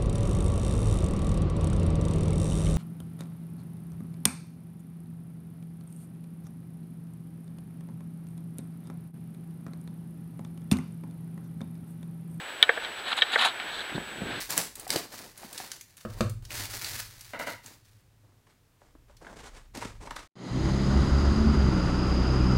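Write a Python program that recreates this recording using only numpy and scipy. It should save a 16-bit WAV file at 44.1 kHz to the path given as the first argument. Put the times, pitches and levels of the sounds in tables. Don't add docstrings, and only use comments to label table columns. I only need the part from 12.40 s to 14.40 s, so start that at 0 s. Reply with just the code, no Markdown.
import sys
import numpy as np
from scipy import signal
from scipy.fft import rfft, irfft
from scipy.io import wavfile

SR = 44100
rng = np.random.default_rng(int(sys.argv[2]) if len(sys.argv) > 2 else 0)


def transcribe(signal):
    frames = np.atleast_2d(signal).T
    limited = np.clip(frames, -1, 1)
    pcm = np.round(limited * 32767).astype(np.int16)
    wavfile.write(sys.argv[1], SR, pcm)


N = 88200


def undb(db):
    return 10 ** (np.asarray(db) / 20)


def unit(x):
    return x / np.sqrt(np.mean(x ** 2))


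def clock():
    return np.arange(N) / SR


def envelope(points):
    times, db = np.array(points).T
    return undb(np.interp(clock(), times, db))


def equalise(x, eq):
    hz, db = np.array(eq).T
    f = np.maximum(np.arange(N // 2 + 1) * SR / N, 1)
    gain = undb(np.interp(np.log(f), np.log(hz), db))
    rolloff = np.minimum(1, hz[-1] / f) ** 2
    return unit(irfft(rfft(x) * gain * rolloff, N))


def noise(eq):
    return equalise(rng.standard_normal(N), eq)


def wobble(per_s):
    return 1.2 * np.interp(clock() * per_s, np.arange(1000), rng.standard_normal(1000))


def clicks(per_s, spread_db):
    impulses = (rng.random(N) < per_s / SR) * rng.choice([-1, 1], N)
    return impulses * undb(spread_db * np.minimum(rng.standard_normal(N), 2.5))


# f/Hz, level/dB
HISS_EQ = [(3000, -30), (6000, -3), (9000, -2.5), (12000, -4), (15500, -5)]


def electronics():
    whine_hz, skip_hz, blips_per_s, duty = 7897.1, 420, 59.8, 0.073
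    blip = ((blips_per_s * clock()) % 1 < duty) * 1.
    hz = whine_hz + skip_hz * (blip - blip.mean())
    whine = np.sqrt(2) * np.sin(2 * np.pi * np.cumsum(hz) / SR)
    return undb(-53.3) * whine + undb(-58.5) * noise(HISS_EQ)


# t/s, level/dB
WATER_SWELL = [(0, -40), (.2, -39.5), (.4, -38), (.62, -39.5), (1.2, -37.5), (1.5, -39), (1.66, -40.5),
               (2, -37.5)]
# f/Hz, level/dB
WATER_EQ = [(15, -45), (25, -19.5), (91, -15.5), (157, -15), (297, -8), (367, -5.5), (413, -6), (589, -3),
            (662, -3), (745, -3), (800, -3), (989, -4), (1140, -7), (1590, 2), (1960, -4.5), (2310, -3),
            (2540, -4.5), (3290, -5.5), (3880, -9.5), (5530, -26), (7000, -36.5), (9100, -44),
            (15400, -120)]


def water():
    splashes = unit(clicks(per_s=1800, spread_db=3.0))
    flutter = undb(wobble(per_s=40))
    wash = equalise(rng.standard_normal(N) + 0.57 * splashes, WATER_EQ)
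    return envelope(WATER_SWELL) * flutter * wash


# t/s, level/dB, half length/s
WIND_BUFFETS = [(1.525, -34.5, 0.0041), (1.559, -32, 0.0075), (1.582, -30, 0.0028), (1.599, -45, .018),
                (1.824, -38, .008), (1.862, -44, 0.0097), (1.905, -44, 0.011)]
# t/s, level/dB
BREEZE_RISE = [(1.3, -72), (1.38, -59), (1.49, -59), (1.62, -52), (1.68, -52), (1.79, -45.5), (1.86, -43),
               (2, -45)]
# f/Hz, level/dB
WIND_EQ = [(20, -23), (55, -7), (110, -3.5), (190, -1.5), (290, 0), (420, -4), (600, -10), (1000, -20),
           (2500, -35)]


def wind():
    t = clock()
    buffets = sum(undb(db) * np.exp(-((t - at) / half_s) ** 2 / 2) for at, db, half_s in WIND_BUFFETS)
    return (buffets + envelope(BREEZE_RISE)) * noise(WIND_EQ)


# t/s, level/dB
SLEEVE_MOVES = [(.38, -69), (.44, -40), (.5, -67), (.59, -42), (.64, -60), (1.15, -76), (1.28, -47.5),
                (1.34, -37.5), (1.38, -38.5), (1.41, -37), (1.435, -49), (1.53, -60), (1.56, -36.5),
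                (1.58, -55), (1.66, -58), (1.85, -50), (1.92, -44.5), (2, -40.5)]
# f/Hz, level/dB
SLEEVE_EQ = [(300, -11), (1000, -13), (1600, 4.5), (2500, -20), (3400, 2), (4200, -2.5), (5300, -22),
             (9000, -25), (15000, -45)]


def sleeve():
    return envelope(SLEEVE_MOVES) * equalise(clicks(per_s=2500, spread_db=1.5), SLEEVE_EQ)


# t/s, length/s, level/dB
RIM_BITES = [(0.673, .06, -54), (0.766, 0.019, -45), (0.918, 0.045, -49), (0.98, 0.071, -47.5),
             (1.01, 0.011, -47.5), (1.046, 0.011, -38.5), (1.064, 0.013, -54.5)]
# f/Hz, level/dB
RASP_EQ = [(1500, -32), (4200, -7), (5800, -10), (7000, 2), (8000, -2.5), (9700, -1), (10800, -9.5),
           (13000, -15), (15500, -20)]


def rasp(attack_s=0.0016, release_s=0.012):
    t = clock()
    gate = np.zeros(N)
    for at, length_s, db in RIM_BITES:
        attack = np.clip((t - at) / attack_s, 0, 1)
        release = np.exp(-np.maximum(t - at - length_s, 0) / release_s)
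        gate += undb(db) * attack * release
    return gate * equalise(clicks(per_s=5300, spread_db=3), RASP_EQ)


# t/s, level/dB
RUB_PRESSURE = [(.63, -51), (.665, -37.5), (.69, -31.5), (.708, -34.5), (.718, -28.5), (.733, -25),
                (.745, -52), (.762, -41), (.775, -28.5), (.79, -28), (.803, -38), (.86, -43.5), (.915, -34),
                (.924, -30.5), (.945, -25), (.972, -42), (.986, -26.5), (1.015, -23.5), (1.043, -24.5),
                (1.053, -19), (1.078, -29.5), (1.11, -40.5), (1.15, -71)]
# f/Hz, level/dB
RUB_EQ = [(88, -65), (150, -46), (234, -10), (359, -33), (526, -15), (567, -26.5), (736, -1.5), (940, -6),
          (1440, -1.5), (1630, -4.5), (1790, 1.5), (1960, -10), (2110, -7), (2740, -6), (3900, -1.5),
          (5800, -35), (7540, -62), (12800, -120)]
# t/s, level/dB
BOOM_SWELL = [(.96, -92), (.985, -28), (1.008, -39), (1.04, -36), (1.056, -23.5), (1.08, -34.5),
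              (1.13, -88)]
# f/Hz, level/dB
BOOM_EQ = [(100, -55), (350, -21), (550, -7), (750, 3), (1350, 2.5), (2000, -10), (4000, -17)]


def scrape(flicker_db=1.9):
    slips = clicks(per_s=8300, spread_db=-0.5) * undb(flicker_db * wobble(per_s=200))
    rub = equalise(slips, RUB_EQ)
    boom = equalise(clicks(per_s=3500, spread_db=-1.5), BOOM_EQ)
    return envelope(RUB_PRESSURE) * rub + envelope(BOOM_SWELL) * boom


def decay(age, t60):
    return np.exp(-np.log(1000) * np.minimum(age / t60, 10))


def flex(t, hz, half_s, fall_oct_s):
    pitch = hz * 2 ** (-fall_oct_s * np.clip(t, -2 * half_s, 2 * half_s))
    cycles = np.cumsum(pitch) / SR
    contact = np.exp(-abs(t / half_s) ** 3)
    return contact * np.cos(2 * np.pi * (cycles - np.interp(0, t, cycles)))


def wall_hits(hits, modes, scatter_eq, fall_oct_s, rise_s, scatter_db, tail_db):
    out = np.zeros(N)
    for at, db, hz, half_s, ring_db in hits:
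        t = clock() - at
        out += undb(db) * flex(t, hz, half_s, fall_oct_s)
        age = np.maximum(t + half_s, 0)
        ring = sum(undb(mode_db) * decay(age, t60) * np.sin(2 * np.pi * f * age + rng.uniform(0, 2 * np.pi))
                   for f, mode_db, t60 in modes)
        scatter_fade = decay(age, t60=0.051) + undb(tail_db) * decay(age, t60=0.13)
        scatter = undb(scatter_db) * scatter_fade * noise(scatter_eq)
        attack = 1 - np.exp(-(age / rise_s) ** 2)
        out += undb(ring_db) * attack * (ring + scatter)
    low_cut = signal.butter(2, 248, "high", fs=SR, output="sos")
    return signal.sosfilt(low_cut, out)


# t/s, flex level/dB, f/Hz, half length/s, ring level/dB
KNOCK_HITS = [(.2945, -10.5, 1860, .0026, -17.5), (.3755, -27.5, 1630, .002, -31),
              (.663, -42, 1432, .002, -41), (.8238, -13, 1700, 0.00162, -30),
              (.9602, -9, 1770, 0.0022, -20.5), (1.581, -32.5, 880, 0.0019, -39)]
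# f/Hz, level/dB, t60/s
BODY_MODES = [(468.4, -1, 0.052), (705, -13, 0.1), (886, 0.5, 0.028), (1160, -7, 0.053), (1400, -6, 0.043),
              (1586, 2.5, 0.045), (1727, 0.5, .055), (2110, -9, 0.05), (3330, -11, .03), (3510, -14, 0.02)]
# f/Hz, level/dB
KNOCK_SCATTER_EQ = [(120, -45), (300, -51), (470, 1.5), (700, -1.5), (1100, -19), (1600, 2.5), (2600, -13),
                    (3700, -12), (4900, -40), (15000, -55)]


def knocks():
    return wall_hits(KNOCK_HITS, BODY_MODES, KNOCK_SCATTER_EQ,
                     fall_oct_s=136, rise_s=0.00074, scatter_db=-0.5, tail_db=-15)


# t/s, flex level/dB, f/Hz, half length/s, ring level/dB
TAP_HITS = [(.2278, 3, 3500, 0.00072, -15), (.4485, -42, 2940, .0008, -34), (.8128, -21, 3920, 0.0011, -37),
            (.8215, -4, 3254, 0.000914, -18.5), (.8234, -7.5, 3050, .0007, -26),
            (.978, -25, 4200, 0.00064, -39), (1.2, -30, 2340, 0.00097, -35.5),
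            (1.407, -26.5, 3830, 0.00091, -41), (1.417, -32, 3880, .001, -50)]
# f/Hz, level/dB, t60/s
RIM_MODES = [(438, -17, 0.042), (730, -18, 0.11), (1247, -11.5, 0.079), (1486, -4.5, 0.061),
             (1810, 3, 0.04), (2283, 2, 0.035), (3110, -4, .038), (3160, 1.5, 0.027), (3424, -29, 0.022),
             (3837, 0.5, 0.048)]
# f/Hz, level/dB
TAP_SCATTER_EQ = [(200, -38), (450, -14), (1500, -6), (2600, -3.5), (3200, 9.5), (4000, -1), (4700, -12.5),
                  (6500, -23), (15000, -43)]


def taps():
    return wall_hits(TAP_HITS, RIM_MODES, TAP_SCATTER_EQ,
                     fall_oct_s=63, rise_s=0.00065, scatter_db=0.5, tail_db=-39)


def scene():
    box = taps() + knocks() + scrape() + rasp()
    return (box + sleeve() + water() + wind() + electronics())[None]


def record(dry):
    high_cut = signal.ellip(8, .2, 70, 15500, fs=SR, output="sos")
    return signal.sosfilt(high_cut, np.clip(dry, -1, 1))


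dry = scene()
out = record(dry)
transcribe(out)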